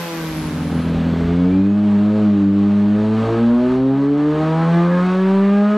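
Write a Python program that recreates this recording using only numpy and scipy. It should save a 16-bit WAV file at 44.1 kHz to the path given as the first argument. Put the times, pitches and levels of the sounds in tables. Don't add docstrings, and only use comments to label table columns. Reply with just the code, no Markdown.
import sys
import numpy as np
from scipy import signal
from scipy.io import wavfile
from scipy.ndimage import uniform_filter1d

SR = 44100
rng = np.random.default_rng(int(sys.argv[2]) if len(sys.argv) > 2 else 0)


def elevation(decibels):
    levels = np.asarray(decibels, float)
    return 10 ** (levels / 20)


def wav_record(signal):
    frames = np.transpose(np.atleast_2d(signal))
    bounded = np.clip(frames, -1, 1)
    quanta = np.round(bounded * 32767).astype(np.int16)
    wavfile.write(sys.argv[1], SR, quanta)


N = 254456
TIME_S = np.arange(N) / SR

# (middle [s], length [s], rise [dB])
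DRUM_THUDS = [
    (.08, .2, -20),
    (.4, 0.6, 18),
    (.95, .35, 24),
    (1.25, 0.44, 21.5),
    (1.52, 0.34, 22.5),
    (1.95, 0.18, 8),
    (2.3, .5, 7),
    (3.3, .5, 13.5),
    (3.74, .4, 17),
    (5.05, .4, 9),
]
# (multiple of firing rate [-], level [dB rms])
COAST_ORDERS = [(1, -22.5), (1.5, -50), (2, -22.5), (2.5, -40.5), (3, -32), (3.5, -42.5), (4, -37),
                (5, -38), (6, -41.5), (7, -44.5), (8, -54.5), (9, -52.5), (9.5, -49.5), (12, -49.5),
                (15, -48)]
# (frequency [Hz], density [dB per Hz])
COAST_ROAR = [(30, -22.5), (100, 0.5), (300, 4.5), (700, 3), (1300, 6), (2500, 2), (5000, -3.5),
              (8000, -11.5), (12000, -13), (15600, -21.5)]
# (frequency [Hz], width [Hz], gain [dB])
CLOSE_PATH = [(167.3, 6, -12), (268, 10, -2.5), (344.2, 12.2, -22.5), (402, 55, -7.5), (465, 20, -14.5),
              (632, 21, -11), (690, 16, -15.5), (766, 30, -19), (1000, 26, 7.5), (1542, 53, 10)]
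# (frequency [Hz], ratio [dB])
CLOSE_SIDE = [(60, -46), (200, -19), (400, -1), (900, -3.5), (2400, -4), (6000, 0.5), (12600, 1),
              (13600, -13.5), (15500, -20)]
FAR_SIDE = [(100, -70), (2600, -60), (3300, -43), (8000, -42), (10700, -47), (11200, -4), (13000, -2),
            (15000, -5)]
# (frequency [Hz], level [dB rms])
PIPE = [(40.0, -20.5), (70.0, -20.5), (130.0, -23), (200.0, -12.5), (300.0, -11), (450.0, -19),
        (700.0, -20.5), (1100.0, -23.5), (1600.0, -42.5), (2200.0, -48), (3000.0, -47)]
# (frequency [Hz], width [Hz], gain [dB])
ROOM_LOW = [(91.2, 3.9, -5.5), (121.4, 2.7, -11.5), (133.5, 4.1, -7), (133.6, 7, 10), (146, 29, -3.5),
            (185, 10, -4), (206.2, 9.3, 2), (215.4, 14, -5.5), (227, 6.2, -26.5), (254, 26, -10),
            (277.3, 16, -4.5), (293, 9.8, -1.5), (306.8, 2.4, -10.5), (308.4, 10, -1.5), (322, 25.2, -15.5),
            (335.1, 6.7, -23.5), (357, 27.5, -15), (369, 40, -0.5), (370, 25, -4.5), (393, 18, -4.5),
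            (392, 5.8, 1.5), (405.7, 21, -5.5), (415.5, 5.5, -15), (441.5, 18.3, -7.5), (463.5, 120, -3.5),
            (471, 8.5, -15), (488.4, 11.1, -14), (511, 25, -20), (534.4, 6.8, 0), (547.6, 9.9, -25.5)]
ROOM_HIGH = [(568.7, 30, -11.5), (599, 31, -10.5), (627, 8.1, -1.5), (631, 5.6, -0.5), (663.5, 55, -17),
             (705.4, 22.8, -27), (710, 28, -4.5), (754.4, 47.6, -21), (834, 36, 1.5), (798.3, 15, -14.5),
             (836.5, 16, -7.5), (844, 61, -10), (875, 25, -4), (902, 71, -13), (938.4, 18, -13),
             (1009.4, 72, -21), (1082, 120, -6.5), (1058, 22, -0.5), (1149.5, 144, -7.5), (1174, 77, 0),
             (1205, 30.1, -9.5), (1210.4, 33, 10.5), (1300, 59, 0), (1270, 18, 1.5), (1268, 96, -6),
             (1391, 82.7, -12), (1579, 14, -11.5), (1570, 12, 7), (1730, 25.6, -2.5), (1830, 45, -5)]
# (frequency [Hz], width [Hz], gain [dB])
SILENCER = [(125, 11, -11), (170.4, 7.3, -2), (701, 47, 9), (802, 21, 1), (985, 33, 5), (1083, 13, 4),
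            (1260.6, 22, 6.5), (1590, 45, 2.5), (1750, 53, 5), (718, 11, -7.5), (1022, 14, -7.5),
            (1165, 14, -9), (1390, 20, -6), (1694, 28, 4)]
# (frequency [Hz], width [Hz], gain [dB])
FLOOR_PANELS = [(59.7, 9, 12.5), (66, 6.5, 2.5), (77.5, 5, 12), (89.6, 8.1, 8.5)]
# (frequency [Hz], density [dB per Hz])
PULL_ROAR = [(30, -9.5), (100, 0), (250, 17), (1000, 21), (1500, 12.5), (2000, 6), (3000, 3), (4300, -2),
             (5000, -9), (7100, -15), (8000, -16), (10500, -26), (15100, -33), (15350, -54.5)]
# (frequency [Hz], density [dB per Hz])
BURBLE = [(30, -41), (70, -23.5), (140, -6), (260, 7), (450, -5), (800, -20.5), (2000, -41), (8000, -70)]
# (multiple of firing rate [-], start [s], end [s], width [Hz], level [dB])
WHINES = [
    (143, .8, 1.45, 400, -70),
    (25, 1.0, 1.95, 30, -52),
    (25.2, 1.47, 1.58, 25, -49),
    (65, 1.62, 1.76, 60, -66),
    (65, 5.22, 5.52, 450, -75),
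    (69, 1.6, 2.9, 500, -71),
]
# (time [s], firing rate [Hz])
FIRING_RATE = [(0, 82), (.8, 82.7), (1.1, 83.1), (1.28, 84.8), (1.41, 88.2), (1.7, 101.4), (1.8, 104),
               (1.95, 101.8), (2.18, 106.6), (2.41, 99.2), (2.52, 99.6), (2.66, 101.6), (2.88, 102.9),
               (3.48, 118), (3.9, 134.6), (4.2, 147.2), (5.1, 183.8), (5.77, 211.3)]
# (time [s], gain [dB])
EFFORT = [(0, -22.5), (.5, -11.5), (1.02, -6.5), (1.46, -2.5), (1.68, -5.5), (2.0, -4.5), (2.23, -2),
          (2.36, -5.5), (2.9, -4.5), (3.3, 2.5), (3.66, 1.5), (3.9, 0), (4.21, -3), (4.45, 1), (4.65, 3.5),
          (4.76, 7.5), (4.87, 3), (5.77, 0.5)]
# (multiple of firing rate [-], level [dB])
PULL_ORDERS = [(1.0, 0.93), (2.0, 6), (3.0, 6.5), (4.0, 4), (5.0, 3), (6.0, 1.5), (7.0, -1.5), (8.0, -1.5),
               (9.0, -3.5), (10.0, -7.5), (11.0, -6), (12.0, -7), (13.0, -16.5), (14.0, -9), (0.5, -28.5),
               (1.5, -24.5), (2.5, -19), (3.5, -23), (4.5, -18.5), (5.5, -14.5), (6.5, -12), (7.5, -19.5),
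               (8.5, -16.5), (9.5, -14)]
# (middle [s], length [s], rise [dB])
STUMBLES = [
    (1.05, .6, 4.5),
    (1.5, 0.34, 4),
    (2.34, 0.11, 3.5),
    (3.3, 0.38, 9),
    (3.7, .4, 8),
    (3.99, 0.28, 10),
    (4.15, 0.34, 9.5),
    (4.41, 0.59, 13),
    (4.66, 0.32, 17),
    (4.92, 0.55, 15),
]
# (middle [s], length [s], rise [dB])
SURGES = [(.3, .6, 4), (1.1, 0.65, 2), (1.68, 0.42, -2.5), (1.92, 0.23, 0.5), (2.5, .3, -2),
          (3.22, 0.23, 2), (3.55, 0.49, -2.5), (3.88, 0.37, -6), (4.1, 0.26, -4.5), (4.43, .2, 1.5),
          (5.08, 0.34, 2.5)]


def evened(x):
    return x / np.sqrt(np.mean(x ** 2) + 1e-20)


def read(points, hz):
    f, value = np.transpose(points)
    return np.interp(np.log(hz + 1), np.log(f + 1), value)


def curve(rows):
    time_s, value = np.transpose(rows)
    return np.interp(TIME_S, time_s, value)


def bumps_db(rows):
    return sum(db * np.cos(np.pi * np.clip((TIME_S - s) / length, -.5, .5)) ** 2 for s, length, db in rows)


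def peaks_db(rows, hz):
    return sum(db / (1 + (2 * (hz - f) / width) ** 2) for f, width, db in rows)


def wander(hz, count):
    hop = 64
    steps = rng.standard_normal((count, N // hop + 2))
    slow = signal.lfilter(*signal.butter(2, hz * 2 * hop / SR), steps)
    at = np.arange(N) / hop
    return np.array([np.interp(at, np.arange(len(row)), evened(row)) for row in slow])


def resonate(x, hz, width_hz):
    turn = np.exp(2j * np.pi * np.cumsum(hz * np.ones(len(x))) / SR)
    r = np.exp(-np.pi * width_hz / SR)
    return 2 * (turn * signal.lfilter([1 - r], [1, -r], x / turn)).real


def noise(colour_db, side, patchy_db):
    frames, hz = N // 256 + 5, np.fft.rfftfreq(1024, 1 / SR)
    a, b, c, d, patches = rng.standard_normal((frames, 513, 5)).T
    patches = uniform_filter1d(patches, size=14, axis=0)
    patches = evened(uniform_filter1d(patches, size=10, axis=1))
    mid = a + 1j * b
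    wide = (c + 1j * d) * elevation(read(side, hz))[:, None]
    z = np.array([mid + wide, mid - wide]) * elevation(colour_db(hz)[:, None] + patchy_db * patches)
    return evened(signal.istft(z, nperseg=1024, noverlap=768)[1][:, :N])


def rollers():
    lumps = resonate(resonate(rng.standard_normal(N), 54, 22), 54, 30)
    return elevation(-56.5 + bumps_db(DRUM_THUDS)) * evened(lumps)


def coast_orders(firing_hz):
    turns, grid_hz = np.cumsum(firing_hz) / SR, np.arange(3000.)
    path_db = peaks_db(CLOSE_PATH, grid_hz)
    lines = np.zeros(N)
    for (k, db), shake_db in zip(COAST_ORDERS, 1.2 * wander(hz=9, count=len(COAST_ORDERS))):
        level = elevation(db + np.interp(k * firing_hz, grid_hz, path_db) + shake_db)
        lines += np.sqrt(2) * level * np.cos(2 * np.pi * (k * turns + rng.random()))
    return lines


def coast_roar(firing_hz):
    throb = 1 + .25 * np.cos(2 * np.pi * np.cumsum(firing_hz) / SR)
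    return elevation(-30) * throb * noise(lambda hz: read(COAST_ROAR, hz), CLOSE_SIDE, patchy_db=0.1)


def blower(firing_hz):
    hz = 72.2 * firing_hz
    one, two = [evened(resonate(resonate(row, hz, 380), hz, 450)) for row in rng.standard_normal((2, N))]
    whistle = elevation([[-43], [-49]]) * np.array([one, 0.6 * one + .7 * two])
    return whistle * elevation(1.5 * wander(hz=12, count=1))


def coast():
    start_hz, rest_hz, sag_s = 172.2, 80, 1.95
    firing_hz = rest_hz + (start_hz - rest_hz) * np.exp(-TIME_S / sag_s)
    return elevation(-1.5) * (coast_orders(firing_hz) + coast_roar(firing_hz) + blower(firing_hz))


def whines(firing_hz):
    out = np.zeros(N)
    for k, start_s, end_s, width_hz, db in WHINES:
        swell = np.sin(np.pi * np.clip((TIME_S - start_s) / (end_s - start_s), 0, 1))
        hz = np.minimum(k * firing_hz, 16000)
        whistle = resonate(resonate(rng.standard_normal(N), hz, width_hz), hz, width_hz)
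        out += elevation(db) * swell * evened(whistle)
    return out


def room_db(hz):
    return peaks_db([*ROOM_LOW, *ROOM_HIGH, *SILENCER], hz)


def pull_roar(turns, gain_db, lug, surge_db):
    shut_db = -5.5
    roar_db = -34.5 + 0.5 * np.maximum(gain_db, shut_db) + 2.5 * lug + surge_db
    throb = (1 + 0.05 * np.cos(2 * np.pi * turns)) * elevation(0.5 * wander(hz=14, count=1))
    roar = noise(lambda hz: read(PULL_ROAR, hz) + 0.37 * room_db(hz), FAR_SIDE, patchy_db=0.72)
    return elevation(roar_db) * throb * roar


def burble(turns, lug, stumble_db):
    burble_db = -45.5 + 12.5 * lug + 0.73 * stumble_db
    puffs = 1 + .4 * np.cos(np.pi * turns)
    gas = noise(lambda hz: read(BURBLE, hz) + 0.33 * room_db(hz), FAR_SIDE, patchy_db=-2.0)
    return elevation(burble_db) * puffs * gas


def crank(turns, firing_hz, lug):
    crank_db = -53.5 + 3 * lug + peaks_db(FLOOR_PANELS, firing_hz / 2)
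    return np.sqrt(2) * elevation(crank_db) * np.cos(np.pi * turns)


def path_lag(path_db):
    log_gain = np.log(elevation(path_db))
    lag = -signal.hilbert(np.r_[log_gain, log_gain[:0:-1]]).imag[:len(path_db)]
    return lag + np.cumsum(uniform_filter1d(rng.normal(0, .12, len(path_db)), size=40))


def pull_orders(turns, firing_hz, gain_db, lug, stumble_db, surge_db):
    grid_hz = np.arange(0, 4000, .5)
    path_db = read(PIPE, grid_hz) + room_db(grid_hz)
    lag = path_lag(path_db)
    uneven_db = -4.5 + 6.5 * lug + stumble_db
    rasp_db = 0.072 * surge_db + 0.18 * np.log2(firing_hz / 120)
    orders = [row for row in PULL_ORDERS if row[0] >= 1]
    lines = np.zeros(N)
    for (k, db), shake in zip(orders, wander(hz=11.3, count=len(orders))):
        half = k % 1 > 0
        rough_db = min(.4 * k - .3, 3.2) + 1.4 * half
        drive_db = uneven_db if half else gain_db
        heard_db = db + drive_db + np.interp(k * firing_hz, grid_hz, path_db)
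        level = elevation(heard_db + rough_db * shake + k * rasp_db)
        phase = 2 * np.pi * k * turns + np.interp(k * firing_hz, grid_hz, lag) + 0.044 * k * shake
        lines += np.sqrt(2) * level * np.cos(phase)
    return lines


def pull():
    firing_hz = uniform_filter1d(curve(FIRING_RATE), size=3000)
    turns = np.cumsum(firing_hz * (1 + 0.0009 * wander(hz=19, count=1)[0])) / SR
    lug = np.clip((92 - firing_hz) / 8, 0, 1)
    gain_db, stumble_db, surge_db = curve(EFFORT), bumps_db(STUMBLES), bumps_db(SURGES)
    lines = crank(turns, firing_hz, lug)
    lines = lines + pull_orders(turns, firing_hz, gain_db, lug, stumble_db, surge_db)
    lines = lines * elevation(1.6 * lug * wander(hz=24, count=1)[0])
    gas = pull_roar(turns, gain_db, lug, surge_db) + burble(turns, lug, stumble_db)
    return lines + gas + whines(firing_hz)


def scene():
    fade_out_s, fade_in_s = 1.057, 0.77
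    leave = np.clip(1 - TIME_S / fade_out_s, 0, 1)
    come = np.clip(TIME_S / fade_in_s, 0, 1)
    return rollers() + leave * coast() + come * pull()


def band_limit(x):
    return signal.sosfilt(signal.butter(12, 15610, fs=SR, output="sos"), x)


def record(dry):
    knee = .68
    mix = knee * np.tanh(elevation(0.42) * dry / knee)
    return band_limit(mix)


dry = scene()
out = record(dry)
wav_record(out)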